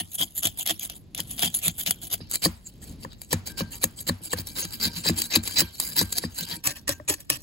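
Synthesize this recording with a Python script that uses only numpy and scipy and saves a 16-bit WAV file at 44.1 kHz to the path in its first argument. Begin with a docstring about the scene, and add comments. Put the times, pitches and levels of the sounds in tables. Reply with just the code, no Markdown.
"""Rust and flaking paint are scraped off a cast-iron vise in quick strokes, heard close by in stereo.
A knife works first, then a wide scraper, later leant over, and last a rod on the upturned jaw.
Throughout, grit excites the resonances of each tool, and snapping flakes add short noise bursts.
Knocks and shaking ring the decaying modes of vise and bench, and a buzz follows each knock; from midway until
near the end the jaw sings in narrow resonances. A short diffuse tail and a workshop's noise hum lie behind."""
import sys
import numpy as np
from scipy import signal
from scipy.fft import rfft, irfft
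from scipy.io import wavfile
from scipy.ndimage import uniform_filter1d

SR = 44100
rng = np.random.default_rng(int(sys.argv[2]) if len(sys.argv) > 2 else 0)


def waveform_to_disk(signal):
    """Save audio, clipped to [-1, 1], as 16-bit WAV at the path in sys.argv[1]."""
    frames = np.transpose(np.atleast_2d(signal))
    scaled = np.clip(frames, -1, 1) * 32767
    samples = np.round(scaled).astype(np.int16)
    wavfile.write(sys.argv[1], SR, samples)


N = 327222

# All levels are relative to the stage they feed.
# Strokes of the edge: bite t/s, swell/ms, ease/ms, hardest level/dB, treble over middle/dB
STROKES = [(0.0, 3.4, 14.5, -21.5, 6), (0.107, 45, 11, -27.5, 13), (0.182, 33, 27.4, -19.5, 7.5),
           (0.352, 27.4, 30, -26.5, 12.5), (0.424, 30, 35, -20, 5.5), (0.574, 22, 39, -29, 8.5),
           (0.658, 48.1, 16, -16.5, 3), (0.794, 40, 40, -25.5, 10), (0.894, 6.1, 39, -40.5, -2),
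           (0.947, 18, 16, -39, 10.5), (1.147, 42, 31.5, -29, 1.5), (1.273, 40, 29, -34, 8.5),
           (1.381, 14, 54, -31.5, 0.5), (1.42, 16, 46.5, -15.5, 5), (1.542, 7.2, 53, -23.5, 11.5),
           (1.617, 43.6, 48, -20.5, 7), (1.78, 20.6, 34, -23, 10.5), (1.862, 13.7, 21, -19.5, 4),
           (1.904, 7.9, 15, -30, 6), (2.017, 16, 47, -30, 9), (2.099, 37.6, 18, -25, 3),
           (2.207, 4.2, 44, -51, -9), (2.296, 46, 31, -24.5, 7.5), (2.42, 31.2, 18.6, -18.5, 2),
           (2.598, 74, 32, -45, 5.5), (2.818, 11, 113, -43, 4.5), (2.985, 51, 16, -41, 1.5),
           (3.103, 17, 28, -50.5, -5), (3.189, 36, 40, -47, 6.5), (3.308, 24.7, 14.4, -22, 0),
           (3.458, 15.5, 46, -33.5, 1.5), (3.574, 25, 22, -24.5, -1), (3.708, 28, 48, -32.5, 6.5),
           (3.815, 25, 16.3, -22, 5.5), (3.963, 30, 35, -34.5, 8), (4.068, 23.5, 8.5, -21.5, 1),
           (4.215, 35.6, 35, -32, 8), (4.296, 40, 7, -28.5, 3), (4.362, 27, 28, -30.5, 1),
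           (4.464, 14, 42, -34.5, 6.5), (4.553, 30.5, 72, -25, 0.5), (4.692, 47, 21, -31.5, 3.5),
           (4.799, 41.8, 45.4, -20.5, -3.5), (4.93, 40, 40, -28.5, -1), (5.038, 48, 20, -17.5, -3),
           (5.16, 19.6, 93, -26.5, 3), (5.303, 40.3, 31.5, -19.5, -3.5), (5.431, 33, 91, -28, 2),
           (5.561, 40.8, 22.7, -13, -2.5), (5.726, 29, 18, -40.5, 2.5), (5.769, 45, 120, -28, 6),
           (5.959, 37.3, 32, -14.5, 3.5), (6.089, 44, 18, -33, 5), (6.154, 28.5, 14, -26, 2),
           (6.217, 16.6, 28, -33.5, -3.5), (6.345, 47, 62, -26, 4.5), (6.465, 53.4, 52, -25.5, -0.5),
           (6.638, 31.7, 54, -22.5, 3.5), (6.754, 15, 29, -39, 1), (6.876, 13.3, 46.3, -22.5, 3),
           (7.08, 14.5, 51, -20.5, 4), (7.175, 27, 24, -45, 5), (7.297, 3.4, 69.6, -24.5, 2)]
# The loudest flakes snapping off: t/s, peak level/dB
SNAPS = [(0.3572, -31), (0.453, -11.5), (0.4702, -12.5), (0.593, -27), (0.432, -15.5), (0.574, -32),
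         (0.6627, -28), (0.6739, -18), (0.795, -22.5), (0.898, -23.5), (1.148, -21), (1.177, -23.5),
         (1.2022, -15), (1.379, -28), (1.3928, -16.5), (1.4307, -13), (1.4437, -21), (1.4587, -16),
         (1.549, -22), (1.6808, -9.5), (1.863, -30), (1.9084, -6.5), (2.1403, -16), (2.3127, -18),
         (2.3561, -15.5), (2.422, -23.5), (2.4535, -9.5), (3.2166, -25.5), (3.3287, -10.5), (3.8404, -5.5),
         (4.0913, -16), (4.3305, -17.5), (4.4706, -26), (4.852, -16.5), (5.087, -13), (5.2184, -11),
         (5.354, -7), (5.3585, -7), (5.436, -23), (5.4756, -16), (5.586, -11), (5.593, -9), (5.7997, -10),
         (6.012, -14), (6.123, -21.5), (6.126, -15.5), (6.1828, -10.5), (6.64, -25), (6.6719, -9.5),
         (6.8789, -16), (6.892, -13), (7.0976, -13.5), (7.3006, -7.5), (7.356, -28)]
# The vise jolted against the bench: t/s, level/dB, sharpness/dB
KNOCKS = [(0.208, -22.5, -5), (0.447, -17.5, -22), (0.704, -34, -16), (1.194, -26, 0.5),
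          (1.429, -16.5, -30), (1.661, -20, -13), (2.205, -20.5, -22), (2.459, -5, -5.5), (2.816, -31, -33),
          (3.049, -21, -2), (3.331, -6, -3.5), (3.607, -11.5, -3.5), (3.839, -14, 1), (4.095, -8.5, -3.5),
          (4.334, -14.5, 5.5), (4.208, -29, -26), (4.386, -18, -25), (4.572, -25, -10), (4.643, -24.5, -25),
          (5.06, -11.5, -6.5), (5.096, -4.5, -11.5), (5.362, -7, -11), (5.617, -11.5, -8.5),
          (6.014, -7.5, -7.5), (6.239, -12.5, -4.5), (6.672, -40, 8), (6.892, -21, -0.5),
          (6.999, -29.5, -3), (7.097, -38, 6.5), (7.302, -29, 0)]
# Moments when the next tool takes over: t/s
TOOL_CHANGE_S = [2.18, 6.6]
# Tool resonances: f/Hz, width/Hz, level/dB
KNIFE_RING = [(705, 112, -6), (3270, 760, -4), (3500, 200, -10), (4660, 81, -8.5), (6860, 800, -1.5),
              (11420, 600, -10.5)]
WIDE_RING = [(2350, 31, -2.5), (2700, 53, -7.5), (3100, 410, -6.5), (3923, 124, 1.5), (4310, 135, 1),
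             (4640, 220, 2), (6570, 40, 2.5), (7140, 44, -7)]
ROD_RING = [(1120, 200, -10.5), (1800, 93, -6.5), (2590, 170, -9), (6740, 42, 2.5), (7300, 67, -12),
            (7770, 59, 4), (11750, 350, -10)]
# Broad spectrum of each tool's rasp: f/Hz, level/dB
KNIFE_RASP = [(300, -25.5), (1500, -13.5), (2600, -17.5), (5500, -13), (7000, -11.5), (10000, 7),
              (16000, -3)]
WIDE_RASP = [(300, -6.5), (1400, -10.5), (2800, -16), (5700, -12), (7500, 1.5), (12500, 0), (16000, -4.5)]
ROD_RASP = [(300, -12), (1400, -17), (5500, -6.5), (7500, -5), (10000, 0.5), (16000, -8.5)]
# Phase of the right channel against the left, negative for a lag: f/Hz, phase/rad
KNIFE_PHASE = [(0, 0), (1400, -2.6), (2000, -4), (2600, -3.7), (3200, -6.2), (4800, -5.6), (5300, -3.2),
               (6200, -.4)]
WIDE_PHASE = [(0, 0), (500, -.5), (1100, -2.3), (1500, -3.5), (1850, -7), (2150, -5), (3100, -4),
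              (3600, -5.8), (4700, -6), (5100, -8.8), (6200, -7)]
ROD_PHASE = [(0, 0), (1200, -1.8), (2000, -7.5), (3200, -8), (3700, -9.4), (4500, -12), (5000, -9.6),
             (6200, -10)]
# Added resonances of the wide blade when leant over: f/Hz, width/Hz, level/dB
LEAN_RING = [(2082, 56, 5.1), (2553, 55, 2.6), (4020, 130, 9.7), (4703, 130, 9.8)]
# Modes of vise and bench, lying down and with the jaw upturned: f/Hz, level/dB, t60/s
BENCH = [(64.3, -14, 0.27), (95.5, -5, 0.2), (171.7, 1, 0.097), (231.3, -6, 0.15), (320, -4, 0.076),
         (532, -21, 0.055), (1037, -2.5, 0.011), (1752, -9, 0.014)]
UPTURNED = [(84.5, 4.5, 0.14), (130, 7, 0.078), (298.5, 4, 0.065), (585, -6, 0.058), (1070, 5, 0.0068),
            (1800, -7.5, 0.013)]
# The edge trailing on the metal between strokes: t/s, level/dB
TRAIL = [(0, -52), (.9, -63.5), (1.05, -82), (1.3, -47.5), (2.1, -59.5), (3, -65), (4.3, -63.5), (4.7, -47),
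         (6.4, -55), (6.6, -80), (7.42, -65)]
# Thin tones of the jaw: f/Hz, width/Hz, level/dB
JAW = [(942, 12, -2.5), (1583, 7.9, 4.5), (1705, 47, -8.5)]
# Spectrum of the workshop hum: f/Hz, level/dB
SHOP = [(25, -0.5), (45, 5.5), (234, -3), (450, -17), (1400, -34.5), (4600, -33), (16000, -61.5)]

# Onset of a stroke: bite time constant, then level and time constant of the creep for each tool
BITE_S, CREEP_DB, CREEP_S = .0012, [-25, -17, -28], [.008, .012, .004]
# Swell rate at a hardest level of -23.5 dB, and its change per dB: harder strokes swell more gently
SWELL_DB_PER_MS, SWELL_CHANGE_PER_DB = 0.41, -0.0134
EASE_DB = 12  # fall from the hardest moment to the lift
CHIPS_PER_S, CHIP_DB, CHIP_SCATTER_DB = 64, 2.5, 2.5  # smaller flakes, relative to the pressure gain
LEAN_S, LEAN_DB = 4.45, -20  # the lean starts; pressure gain at which it is full
SHUDDER_DB = [-27.5, -26.5, -26]  # how hard each tool shakes the vise
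JAW_DB, JAW_S = 36, [3.5, 3.7, 7.1]  # gain; the tones come in, settle, stop
ROOM_DB, ROOM_T60_S, SPREAD_DB = -23.5, 0.076, -1  # SPREAD_DB: the other stretch of edge, at right
SHOP_DB = -45  # before the output stage
SPLIT_HZ, TOP_HZ = 6150, 15800  # start of the upper treble; top of the band
TURN_HZ, IN_STEP_HZ = 4350, 7025  # span of one phase turn between channels; where they agree


def scraping():
    """Forced excitation: pressure times grit, plus snaps, drives the resonator of the tool in use."""
    press, tilt_db = pressure()
    # middle and treble share a constant power
    share = 1 / np.sqrt(1 + undb(2 * tilt_db))
    grain = squeaks(grit())
    rough = press * grain
    edge = rough + snaps(press)
    other_stretch = press * np.roll(grain, N // 2)
    drive = share * np.array([edge, edge * undb(tilt_db), other_stretch])

    t = np.arange(N) / SR
    turn = np.searchsorted(TOOL_CHANGE_S, t)
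    # the harder the push, the more of the leant blade's length rings
    smooth_press = uniform_filter1d(press, size=400)
    lean = (t > LEAN_S) * np.minimum(smooth_press / undb(LEAN_DB), 1)
    tools = [(turn == 0, KNIFE_RING, KNIFE_RASP, KNIFE_PHASE),
             ((turn == 1) * (1 - lean), WIDE_RING, WIDE_RASP, WIDE_PHASE),
             ((turn == 1) * lean, WIDE_RING + LEAN_RING, WIDE_RASP, WIDE_PHASE),
             (turn == 2, ROD_RING, ROD_RASP, ROD_PHASE)]
    rasp = sum(tool(*(drive * on), *parts) for on, *parts in tools)
    return rasp, share * rough * undb(SHUDDER_DB)[turn]


def pressure(fall_s=0.004, crumbs_db=-13, crumbs_s=0.034):
    """Contact force as amplitude envelope: creep, bite, swell, ease and lift; with treble tilt in dB."""
    t = np.arange(N) / SR
    press = undb(np.interp(t, *np.transpose(TRAIL)))
    for bite, swell_ms, ease_ms, db, _ in STROKES:
        k = np.searchsorted(TOOL_CHANGE_S, bite)
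        hard = bite + swell_ms / 1000
        lift = bite + (swell_ms + ease_ms) / 1000
        swell_db = swell_ms * max(SWELL_DB_PER_MS + SWELL_CHANGE_PER_DB * (db + 23.5), 0)
        i = slice(max(int((bite - .08) * SR), 0), int((lift + .3) * SR))
        gain = undb(np.interp(t[i], [bite, hard, lift], [db - swell_db, db, db - EASE_DB]))
        before = np.minimum(t[i] - bite, 0)
        after = np.maximum(t[i] - lift, 0)
        creep = undb(CREEP_DB[k]) * np.exp(before / CREEP_S[k])
        attack = np.maximum(np.exp(before / BITE_S), creep)
        # once the edge lifts, loose crumbs trickle on more softly
        crumbs = undb(crumbs_db) * np.exp(-after / crumbs_s)
        release = np.maximum(np.exp(-after / fall_s), crumbs)
        press[i] += gain * attack * release
    rows = np.array(STROKES)
    # each tilt takes over 5 ms ahead of its bite
    stroke = np.maximum(np.searchsorted(rows[:, 0], t + .005) - 1, 0)
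    return press, rows[stroke, -1]


def grit(per_s=2200, scatter_db=3, slip_db=1.0, hiss_db=-3, patchy_db=4.5, lumps_per_s=45):
    """Stick-slip friction as uneven random impulses over hiss; lumps of rust vary the level band by band."""
    size_db = scatter_db * np.minimum(rng.exponential(size=N), 3.5)
    clicks = (rng.random(N) < per_s / SR) * rng.standard_normal(N) * undb(size_db)
    hiss = undb(hiss_db) * rng.standard_normal(N)
    spectrum = rfft((level(clicks) + hiss) * undb(slip_db * walk(250)))
    # overlapping triangular bands, spaced evenly in log frequency at the top
    place = 6 * np.log2(hertz() / 700 + 1)
    lumps = 0
    for k in range(29):
        band = irfft(spectrum * np.maximum(1 - abs(place - k), 0), N)
        lumps = lumps + band * undb(patchy_db * walk(lumps_per_s))
    return level(lumps)


def squeaks(grain, squeak_db=6, per_s=45, width_hz=90, count=13):
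    """Narrow resonance under friction: chips caught by the edge sing briefly, each at its own pitch."""
    pitches = np.geomspace(1900, 8500, count) * (1 + .03 * rng.standard_normal(count))
    singing = 0
    for hz in pitches:
        caught = np.clip(walk(per_s) - .7, 0, 1)
        singing = singing + peak(grain, hz, width_hz) * caught
    return level(grain + undb(squeak_db) * singing)


def snaps(press, rise_s=0.00026, decay_s=0.0023):
    """Brittle fracture as millisecond bursts of random sign: big flakes, and chips sized by the pressure."""
    t = np.arange(900) / SR
    crack = (1 - np.exp(-t / rise_s)) * np.exp(-t / decay_s)
    chip_size = press * undb(CHIP_DB + CHIP_SCATTER_DB * rng.standard_normal(N))
    chips = (rng.random(N) < CHIPS_PER_S / SR) * chip_size
    blows = strike(*np.transpose(SNAPS)) + chips
    return rng.choice([-1, 1], N) * signal.fftconvolve(blows, crack / crack.max())[:N]


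def tool(middle, treble, other, modes, rasp, phase):
    """Linear resonator: second-order modes over a broad rasp spectrum, in two channels."""
    f = hertz()
    body = colour(rasp)
    for hz, width, db in modes:
        body = body + undb(db) * 1j * f * width / (hz ** 2 - f ** 2 + 1j * f * width)
    # both halves are brought to equal power within the band
    band = (f > 1500) & (f < TOP_HZ)
    low, high = (body * part / np.sqrt(np.mean(abs(body * part)[band] ** 2) * band.mean())
                 for part in (1 - upper(), upper()))
    turn = np.exp(1j * np.interp(f, *np.transpose(phase)))
    # the right side hears the middle weaker, and partly from another stretch of the edge
    dull = colour([(400, -5.0), (1000, -12.5), (3000, -8), (6000, -7.0)])
    middle, treble, other = rfft([middle, treble, other])
    right = middle * dull * turn + other * undb(SPREAD_DB)
    return irfft(low * np.array([middle, right]) + high * treble, N)


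def vise(shake, detune=0.04, scatter_db=2.5):
    """Modal superposition: knocks and stroke shake ring vise and bench; sharp knocks favour upper modes."""
    late = np.arange(N) / SR > TOOL_CHANGE_S[1]
    jolts = signal.lfilter([1, -1], [1, -.98], shake)
    out = np.zeros(N)
    for modes, on in ((BENCH, ~late), (UPTURNED, late)):
        out += signal.fftconvolve(on * jolts, ring(modes))[:N]
    chances = rng.standard_normal((len(KNOCKS), 2, len(BENCH)))
    for (s, db, sharp_db), chance in zip(KNOCKS, chances):
        modes = UPTURNED if s > TOOL_CHANGE_S[1] else BENCH
        # the grip on the vise changes, so no two knocks ring quite alike
        struck = []
        for (hz, mode_db, t60), a, b in zip(modes, *chance):
            tone_db = sharp_db + 10.5 if hz > 400 else -5
            struck.append((hz * (1 + detune * a), db + mode_db + scatter_db * b + tone_db, t60))
        add(out, s, ring(struck))
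        add(out, s, undb(db - 12.5) * flex(sharp_db))
    lag = np.exp(1j * np.interp(hertz(), *np.transpose(WIDE_PHASE)))
    return np.array([out, shape(out, lag * colour([(400, -1.5), (1000, -3.5), (1800, -8.5)]))])


def ring(modes, late_cycles=1.58):
    """Modal decay: damped sines; the lower a mode, the later it swings up."""
    t = np.arange(SR // 3) / SR
    out = 0
    for hz, db, t60 in modes:
        swing_up = 1 - np.exp(-(t * hz / late_cycles) ** 2)
        out = out + undb(db) * np.sin(2 * np.pi * hz * t) * swing_up * np.exp(-np.log(1000) * t / t60)
    return out


def flex(sharp_db, spread=9, decay_s=0.0042):
    """Dispersion of bending waves in the bench top: highs arrive first, lows trail."""
    t = np.arange(1, SR // 20) / SR
    sweep = np.sin(spread * np.log(1 + t / 0.0017))
    sharp_start = 1 + undb(sharp_db + 14.5) * np.exp(-t / 0.00072)
    return sweep * np.exp(-t / decay_s) * sharp_start


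def jaw(rough, first_db=5):
    """Driven resonance: the drag of wide blade and then rod rings thin tones of the jaw, most at first."""
    t = np.arange(N) / SR
    start, settle, stop = JAW_S
    on = (t > start) * (t < stop) * np.where(t < settle, undb(first_db), 1)
    return undb(JAW_DB) * sum(undb(db) * peak(on * rough, hz, width) for hz, width, db in JAW)


def rattle(rattle_db=-20, decay_s=0.053, centre_hz=900, width_hz=1400):
    """Repeated loose contact as decaying band-passed noise: jaw and crumbs buzz after each knock."""
    s, db, sharp_db = np.transpose(KNOCKS)
    decay = np.exp(-np.arange(SR // 4) / SR / decay_s)
    buzz = signal.fftconvolve(strike(s, db + .5 * sharp_db + rattle_db), decay)[:N]
    return peak(buzz * rng.standard_normal((2, N)), centre_hz, width_hz)


def room(dry):
    """Diffuse reverberation: decaying noise, different on each side and thin in the bass."""
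    t = np.arange(SR // 3) / SR
    tail = rng.standard_normal((2, len(t))) * np.exp(-np.log(1000) * t / ROOM_T60_S) * (t > .004)
    tail = signal.lfilter([1, -1], [1, -.9], tail)
    tail = tail / np.sqrt(np.sum(tail ** 2, axis=1, keepdims=True))
    return undb(ROOM_DB) * signal.fftconvolve(dry, tail, axes=1)[:, :N]


def shop():
    """Partly coherent ambient noise: a wavering low hum as a sum and difference of two noises."""
    mid, side = (shape(rng.standard_normal(N), colour(SHOP)) * undb(3 * walk(5)) for _ in range(2))
    side = shape(side, colour([(40, -3), (200, -10), (1000, -2)]))
    return level(mid + side * np.array([[1], [-1]]), SHOP_DB)


def undb(db):
    """Amplitude ratio from its logarithmic level in dB."""
    return 10 ** (np.asarray(db) / 20)


def level(x, db=0):
    """Normalisation to a root-mean-square level in dB."""
    return x * undb(db) / np.sqrt(np.mean(x ** 2))


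def hertz():
    """Frequencies of the discrete spectrum, in Hz."""
    return np.arange(N // 2 + 1) * SR / N


def shape(x, gain):
    """Linear filtering by a complex gain for each frequency."""
    return irfft(rfft(x) * gain, N)


def colour(points):
    """Spectral envelope: gain from f/Hz, level/dB points joined on a log axis."""
    hz, db = np.transpose(points)
    return undb(np.interp(np.log(hertz() + 1), np.log(hz), db))


def upper():
    """Crossover: share of each frequency that lies in the upper treble."""
    return 1 / (1 + (SPLIT_HZ / (hertz() + 1)) ** 40)


def peak(x, hz, width_hz):
    """Single resonance of given centre and bandwidth."""
    return signal.lfilter(*signal.iirpeak(hz, hz / width_hz, fs=SR), x)


def walk(rate):
    """Slow random modulation: straight glides between random levels, about `rate` a second."""
    k = max(int(SR / rate), 2)
    steps = np.repeat(rng.standard_normal(N // k + 1), k)
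    return 1.45 * uniform_filter1d(steps, k)[:N]


def strike(seconds, db):
    """Impulsive excitation: single-sample blows."""
    x = np.zeros(N)
    x[(np.asarray(seconds) * SR).astype(int)] = undb(db)
    return x


def add(out, seconds, x):
    """Superposition: mix x into out from a given time."""
    part = out[int(seconds * SR):][:len(x)]
    part += x[:len(part)]


def scene():
    """Superposition of scraping, vise, room and workshop."""
    rasp, shake = scraping()
    jaw_pair = jaw(shake) * undb([[0], [-5]])  # left, right
    body = vise(shake) + jaw_pair + rattle()
    return rasp + body + room(rasp + undb(-10) * body) + shop()


def record(dry):
    """Saturation and band limits; one upper treble serves both channels, earlier by 1 / TURN_HZ at right."""
    dry = np.tanh(0.71 * dry) / 0.93
    turn = np.exp(2j * np.pi * (hertz() - IN_STEP_HZ) / TURN_HZ)
    right = shape(dry[1], 1 - upper()) + shape(dry[0], upper() * turn)
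    pair = np.array([dry[0], right])
    pair = signal.sosfilt(signal.butter(2, 42, "high", fs=SR, output="sos"), pair)
    return signal.sosfilt(signal.ellip(12, .2, 85, TOP_HZ, fs=SR, output="sos"), pair)


dry = scene()
out = record(dry)
waveform_to_disk(out)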